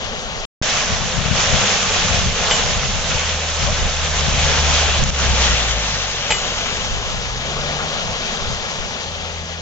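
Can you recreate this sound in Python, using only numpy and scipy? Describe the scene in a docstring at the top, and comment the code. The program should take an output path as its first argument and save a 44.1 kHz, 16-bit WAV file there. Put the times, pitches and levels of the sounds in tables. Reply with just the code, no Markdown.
"""Filling a canal lock

Water pours through sluices into a stone lock: countless bubbles ring and merge into churn and spray.
The microphone faces the chamber, then turns away; eddies of wind buffet its ports. A low, engine-like
harmonic drone sags and recovers, and the iron paddle gear, struck twice, rings in its modes.
Early on the sound cuts out for a moment and comes back with a thump."""
import sys
import numpy as np
from scipy import signal
from scipy.fft import rfft, irfft, next_fast_len
from scipy.io import wavfile
from scipy.ndimage import uniform_filter1d, map_coordinates

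SR = 44100
rng = np.random.default_rng(int(sys.argv[2]) if len(sys.argv) > 2 else 0)


def dump(signal):
    """Clip the signal to [-1, 1] and save it as 16-bit WAV at the path in sys.argv[1]."""
    limited = np.clip(np.atleast_2d(signal).T, -1, 1)
    pcm = np.round(limited * 32767).astype(np.int16)
    wavfile.write(sys.argv[1], SR, pcm)


N = 423801
TIME = np.arange(N) / SR
SIDES = np.array([[1], [-1]])  # left, right


def from_db(db):
    """Amplitude ratio of a level in decibels."""
    return np.exp(np.asarray(db) * (np.log(10) / 20))


def rms_one(x):
    """Normalisation to unit mean power."""
    return x / np.sqrt(np.mean(x ** 2) + 1e-20)


def in_time(rows):
    """Linear interpolation in time, one curve per column."""
    times, *columns = np.transpose(rows)
    return [np.interp(TIME, times, c) for c in columns]


def at_hz(points, hz):
    """Interpolation of each column on a logarithmic frequency axis."""
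    freqs, *columns = np.transpose(points)
    return np.array([np.interp(np.log(hz + 1e-9), np.log(freqs), c) for c in columns])


def butter(x, hz, kind, order=2):
    """Butterworth filter: a maximally flat passband."""
    return signal.sosfilt(signal.butter(order, hz, kind, fs=SR, output="sos"), x)


def colour(x, spectrum):
    """Zero-phase filtering by multiplication in the frequency domain."""
    size = next_fast_len(N)
    gain = from_db(at_hz(spectrum, np.fft.rfftfreq(size, 1 / SR)))
    return irfft(rfft(x, size) * gain, size)[..., :N]


def drift(corner_hz):
    """Slow random fluctuation: low-passed Gaussian noise of unit power."""
    step, settle = 40, 2000
    pole = np.exp(-2 * np.pi * corner_hz * step / SR)
    white = rng.standard_normal(N // step + settle + 2)
    slow = signal.lfilter([1], [1, -2 * pole, pole * pole], white)[settle:]
    return np.interp(np.arange(N) / step, np.arange(len(slow)), rms_one(slow))


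def ring(force, hz, t60):
    """Damped oscillator: a unit impulse starts a decaying sine of unit amplitude."""
    r, w = from_db(-60 / (t60 * SR)), 2 * np.pi * hz / SR
    return signal.lfilter([0, np.sin(w)], [1, -2 * r * np.cos(w), r * r], force + 1e-18)


def correlated(mid, side, correlation):
    """Partial coherence: the weighted sum and difference of two independent noises."""
    return np.sqrt(1 + correlation) * mid + np.sqrt(1 - correlation) * side * SIDES


def evened(x):
    """Normalisation by the half-second mean power of the mid signal; fast flicker survives."""
    slow_power = uniform_filter1d((x[0] + x[1]) ** 2 / 4, SR // 2)
    return x / np.sqrt(np.abs(slow_power) + 1e-12)


def drone():
    """Harmonic series of three partials; the overtones swell as they glide through fixed resonances."""
    # glide of the fundamental: (time [s], frequency [Hz])
    glide = [(.62, 102.1), (1.4, 101), (2.0, 93.6), (2.6, 86.3), (3.2, 81.1), (3.8, 77.1), (4.4, 74),
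             (4.8, 74.5), (5.2, 68.9), (5.5, 62.2), (5.9, 51.26), (6.35, 41), (6.7, 45.95), (7.2, 60),
             (7.6, 71.2), (8.0, 79.6), (8.6, 82.95), (9.6, 82.5)]
    # strength before resonance and wavering: (time [s], fundamental [dB], overtones [dB])
    effort = [(.45, -46.5, -52), (.62, -50, -36.5), (2.1, -33.5, -34.5), (2.8, -39.5, -40),
              (3.3, -28, -38.5), (3.8, -29.5, -39.5), (4.5, -22.5, -29), (4.9, -22, -39), (5.5, -20, -38),
              (5.9, -28.5, -32.5), (6.25, -39.5, -31.5), (7.3, -34.5, -39), (7.85, -41.5, -32),
              (8.15, -50, -41), (8.9, -44, -43.5), (9.25, -32, -39.5), (9.6, -38, -37.5)]
    # resonance curve: (frequency [Hz], gain [dB])
    resonances = [(80, -13), (102, -1.5), (128, 2), (152, 0), (168, -3), (195, -1), (225, -16), (300, -12)]
    pitch = in_time(glide)[0]
    phase = 2 * np.pi * np.cumsum(pitch * (1 + 0.0076 * drift(8.35))) / SR
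    fundamental_db, overtones_db = in_time(effort)
    second_db = overtones_db + at_hz(resonances, 2 * pitch)[0]
    third_db = overtones_db + at_hz(resonances, 3 * pitch)[0] - 9
    out = 0
    for k, db in enumerate([fundamental_db, second_db, third_db], 1):
        waver_db = 1.1 * drift(8) + 1.7 * np.array([drift(20), drift(18)])  # common + per port
        out = out + from_db(db + waver_db) * np.sin(k * phase + SIDES * 0.19)
    return np.sqrt(2) * out * from_db(SIDES * .7)


def wind_strength(breeze_pan_db=3.5):
    """Incoherent addition: gusts add their power to the breeze; the lee port gets less flutter."""
    # wind between gusts: (time [s], rumble [dB], flutter [dB])
    breeze = [(0, -32.5, -41.5), (.7, -33, -35), (2.9, -28.5, -33.5), (3.45, -32, -43), (4.6, -25, -33.5),
              (5.5, -29, -36), (6.15, -40, -44), (6.8, -31.5, -39), (7.7, -34.5, -40.5), (8.6, -35.5, -36),
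              (9.6, -41, -48)]
    # Gaussian gusts: (time [s], length [s], flutter [dB], rumble [dB], flutter left over right [dB])
    gusts = [(0.927, 0.056, -20.5, -20.5, 15), (1.03, .06, -22, -26, 12), (1.196, 0.055, -11, -31, 20),
             (1.317, 0.11, -13.5, -31.5, 21), (1.54, 0.1, -17, -28, 18), (2.154, 0.23, -20, -28, 14),
             (2.27, 0.088, -23, -20, -3), (2.78, 0.3, -24.5, -27.5, 9), (2.957, .07, -22, -27, 8.5),
             (3.137, .06, -19, -31, 16), (3.68, 0.12, -20.5, -25, 9), (3.83, .07, -21.5, -20, 12),
             (4.324, 0.14, -18, -24, 14.5), (4.499, 0.072, -27, -28, -3), (5.028, 0.06, -13, -20, 6),
             (5.101, .04, -10.5, -19, -12), (5.3, .14, -17.5, -29, 17.5), (5.52, 0.064, -22, -24, 4),
             (6.33, .08, -30, -40, 3), (6.925, 0.0789, -39, -24, -3), (7.139, .09, -33, -23.5, 10),
             (7.3, 0.084, -39, -28, 4), (7.62, .1, -37, -29, 6), (8.103, 0.12, -33, -36, 0),
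             (8.497, .1, -24.5, -26, 13), (8.82, .08, -41, -29, 6)]
    rumble_db, flutter_db = in_time(breeze)
    rumble_power = from_db(rumble_db) ** 2
    flutter_power = from_db(flutter_db + SIDES * breeze_pan_db / 2) ** 2
    for s, length_s, gust_db, low_db, pan_db in gusts:
        span = slice(*np.searchsorted(TIME, [s - 2 * length_s, s + 2 * length_s]))
        bell = np.exp(-(2 * (TIME[span] - s) / length_s) ** 2)
        rumble_power[span] += bell * from_db(low_db) ** 2
        flutter_power[:, span] += bell * from_db(gust_db + np.minimum(SIDES * pan_db, 0)) ** 2
    return np.sqrt(rumble_power), np.sqrt(flutter_power)


def puffs(per_s, spread_db):
    """Poisson process: single eddies slap each port at independent moments."""
    hits = rng.random((2, N)) < per_s / SR
    strength = from_db(spread_db * np.minimum(rng.exponential(1, (2, N)), 3))
    return rms_one(hits * strength)


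def wind():
    """Turbulent pressure at the ports: large eddies rumble, small ones flutter and slap."""
    # spectrum of the small eddies: (frequency [Hz], gain [dB])
    spectrum = [(30, -20), (55, 1), (85, -0.5), (130, 0.5), (200, -4), (260, -10.5), (400, -18.5),
                (900, -46.5)]
    rumble_gain, flutter_gain = wind_strength()
    large_eddies = correlated(*rng.standard_normal((2, N)), 0.15)
    rumble = butter(large_eddies, [12, 54], "band") * from_db(drift(10))
    small_eddies = correlated(*rng.standard_normal((2, N)), 0.68) + puffs(per_s=45, spread_db=4.5)
    flutter = butter(colour(small_eddies, spectrum), 14, "high") * from_db(2.2 * drift(20))
    return rumble_gain * rms_one(rumble) + flutter_gain * rms_one(flutter)


def paddle_gear():
    """Modal vibration: iron strikes iron and bounces, each contact ringing the modes over a crack."""
    # blows: (time [s], strength [dB], relative crack [dB], favoured frequency [Hz], far-mode loss [dB])
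    clinks = [(2.511, -5.5, -20, 3700, 11), (6.305, -3, -10, 680, 13), (6.311, -10, -7, 3000, 30),
              (6.322, -8, -8, 2450, 30), (6.344, -13, -10, 1700, 30)]
    # modes of the gear: (frequency [Hz], relative level [dB], 60 dB decay time [s])
    modes = [(492, -8, .07), (620, -11, .05), (874, -4, .06), (1394, -14, .05), (2040, -7, .13),
             (2250, -8, .025), (2423, -4, .035), (2542, -8, .035), (2930, -13, .4), (3045, -6, .17),
             (3290, -12, .05), (3560, -9, .07), (4850, -17, .06), (6821, -12.5, .7), (7432, -4, .28)]
    out, age = np.zeros((2, N)), TIME[:SR]
    for s, db, crack_db, favoured_hz, far_db in clinks:
        contact = .015 * rng.standard_normal((2, SR)) * np.exp(-age / .003)
        contact[:, 0] += 1
        noise = correlated(*rng.standard_normal((2, N)), .7)[:, :SR]
        crack = rms_one(butter(noise, [400, 4500], "band", order=1))
        blow = from_db(crack_db) * crack * np.exp(-age / .006)
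        for hz, level_db, t60 in modes:
            # the point of contact favours the modes near one frequency
            far = 1 - np.exp(-(np.log2(hz / favoured_hz) / .6) ** 2)
            blow += from_db(level_db - far_db * far) * ring(contact, hz, t60)
        start = round(s * SR)
        out[:, start:start + SR] += from_db(db) * blow
    return out


def gulp(at_s=3.688, centre_hz=590, level_db=-20, width_s=.014):
    """Bubble resonance: a swallowed pocket of air rises in pitch as it nears the surface."""
    age = TIME - at_s
    phase = 2 * np.pi * centre_hz * age * (1 + 2.9 * age)
    return from_db(level_db) * np.exp(-(age / width_s) ** 2) * np.sin(phase)


def foam(turn, slosh, flicker_db):
    """Superposition: countless tiny bubbles merge into noise; each half octave flickers as crests break."""
    # correlation between the ports: (frequency [Hz], facing the water [0-1], turned away [0-1])
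    coherence = [(200, 0.6, 1), (550, 1, .89), (820, 0.8, 0.7), (1200, 0.7, 0.9), (2400, 0.3, 0.7),
                 (4000, 0.4, 0.4), (7000, 0, 0.5)]
    out, edges = 0, 140 * 2 ** (np.arange(13) / 2)
    white = rng.standard_normal((2, 2, N))
    for k, (low, high) in enumerate(zip(edges, edges[1:])):
        mid, side = butter(white[k % 2], [low, high], "band")
        facing, away = at_hz(coherence, np.sqrt(low * high))
        gain = slosh * from_db(flicker_db * drift(11))
        out = out + gain * correlated(mid, side, facing + (away - facing) * turn)
    return rms_one(out)


def bubbles(slosh, density, cycles, spread_db, sizes=36):
    """Single bubbles ring as damped oscillators; small ones are commoner, and all cluster with the slosh."""
    out = np.zeros((2, N))
    for hz in np.geomspace(420, 7400, sizes):
        per_s = density / sizes * np.sqrt(hz / 1000) * slosh ** 2
        born = np.flatnonzero(rng.random(N) < per_s / SR)
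        strength = from_db(spread_db * np.minimum(rng.exponential(1, len(born)), 4))
        polarity = rng.choice([-1, 1], len(born))
        pan = from_db(SIDES * rng.normal(0, 3.6, len(born)))
        impulses = np.zeros((2, N))
        impulses[:, born] = strength * polarity * pan
        out += np.sqrt(hz) * rms_one(ring(impulses, hz, cycles / hz))
    return rms_one(out)


def surge_levels(release_s=.11):
    """Level envelopes: each crest builds, holds and relaxes exponentially into the steady rush."""
    # rush between surges, each column on its own reference: (time [s], churn [dB], spray [dB])
    flow = [(0, -31, -32), (.45, -33.5, -33.5), (.62, -29.5, -26), (3.0, -31, -25), (5.7, -29.5, -24.5),
            (6.1, -31.5, -27), (6.7, -30.5, -27.5), (7.33, -33, -31), (7.6, -28, -29), (8.3, -30.5, -28.5),
            (9.0, -33, -31.5), (9.6, -37, -35)]
    # breaking crests: (time [s], rise [s], hold [s], churn rise [dB], spray rise [dB])
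    surges = [(.6, 0.08, .12, 3, 5.5), (1.294, 0.094, 0.052, 6, 7), (1.453, 0.11, .6, 4, 5),
              (2.335, .13, 0.2, 5.5, 4), (3.035, 0.1, 0.035, 3, 2.5), (3.558, .1, .03, 2.5, 1),
              (3.99, 0.58, 0.34, 5, 5), (5.17, 0.059, 0.02, 5.5, 3), (5.352, 0.076, 0.041, 4, 5),
              (6.398, 0.061, .04, 2.5, 1.5)]
    churn_db, spray_db = in_time(flow)
    for s, rise_s, hold_s, churn_rise_db, spray_rise_db in surges:
        age = TIME - s
        attack = np.clip(age / rise_s, 0, 1)
        release = np.exp(-np.clip(age - rise_s - hold_s, 0, 2) / release_s)
        churn_db += churn_rise_db * attack * release
        spray_db += spray_rise_db * attack * release
    return churn_db + 2, spray_db - 0.5


def water():
    """Directional pickup of bubble noise: the heading sets its spectrum and the delay between the ports."""
    # heading of the microphone: (time [s], turn [0 facing the water, 1 turned away])
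    heading = [(0, 1), (.45, 0.97), (.62, 0.053), (3.0, 0.038), (5.0, 0.16), (5.7, 0.46), (6.2, 0.53),
               (7.2, 0.88), (8.2, 0.92), (9.6, 0.97)]
    # spectrum facing the water: (frequency [Hz], left gain [dB], right gain [dB])
    facing = [(120, -5.5, -2.5), (220, -1, -4), (390, -3.5, -5.5), (500, 0.5, -0.5), (740, -2, -3.5),
              (1200, -2.5, -4.5), (2020, -3, -4.5), (2600, 0.5, -5.5), (3370, 0, -1), (4100, -5.5, -3.5),
              (4800, -11, -4), (5500, -10, -2), (6810, -6.5, -1), (8200, -24.5, -21)]
    # spectrum turned away: (frequency [Hz], left gain [dB], right gain [dB])
    away = [(120, -2, -0.5), (215, 1.5, 1.5), (420, 1, -0.5), (520, 2, 1), (845, 0.5, -1.5), (1220, -1, -5),
            (2000, 0, -5.5), (2550, 1.5, -7), (3180, 4.5, -4), (4100, 0.5, -6), (4800, -1, -11),
            (5600, -7.5, -3.5), (6680, -4, -3.5), (8100, -24.5, -22)]
    turn = in_time(heading)[0]
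    slosh = from_db(.5 * drift(9))
    rush = foam(turn, slosh, flicker_db=1.05)
    rush += from_db(-9.5) * bubbles(slosh, density=1100, cycles=16, spread_db=4)
    coloured = (1 - turn) * colour(rush, facing) + turn * colour(rush, away)
    left, right = butter(coloured, 110, "high")
    lag_s = .00001 + .00018 * turn
    late_right = map_coordinates(right, [(TIME - lag_s) * SR], order=3, mode="nearest")
    ports = np.array([left, late_right])
    # the roar of deep churning and the hiss of spray swell separately
    churn = signal.sosfiltfilt(signal.butter(3, 1500, fs=SR, output="sos"), ports)
    spray = ports - churn
    churn_db, spray_db = surge_levels()
    return from_db(churn_db) * evened(churn) + from_db(spray_db) * evened(spray)


def scene():
    """Linear superposition of all sources at the two ports."""
    return water() + gulp() + wind() + drone() + paddle_gear()


def record(dry):
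    """Transfer to the output: notches, brief dips, a gap ending in a thump, soft saturation, low-pass."""
    # hollows in the microphone's response: (frequency [Hz], width [Hz])
    notches = [(305, 190), (965, 35)]
    # brief dips in level: (time [s], depth [dB], recovery time constant [s])
    dips = [(5.045, 5, 0.031), (5.105, 10.5, 0.035)]
    gap_start_s, gap_end_s, cutoff_hz = .453, .624, 7750
    thump_s, thump_rise_s = .6153, .0011
    x = dry
    for hz, width_hz in notches:
        notched = signal.lfilter(*signal.iirnotch(hz, hz / width_hz, fs=SR), x)
        x = x + 0.86 * (notched - x)
    for s, depth_db, recovery_s in dips:
        x = x * from_db(-depth_db * (TIME > s) * np.exp(-np.abs(TIME - s) / recovery_s))
    x = x * ((TIME < gap_start_s) | (TIME > gap_end_s))
    thump_age = np.clip((TIME - thump_s) / thump_rise_s, 0, 20)
    x = x + from_db(-10) * thump_age * np.exp(1 - thump_age)
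    x[:, round(gap_end_s * SR)] += from_db(1)  # a click as the sound returns
    x = 1.66 * np.tanh(x / 1.597)
    return signal.sosfilt(signal.ellip(10, .3, 80, cutoff_hz, fs=SR, output="sos"), x)


dry = scene()
out = record(dry)
dump(out)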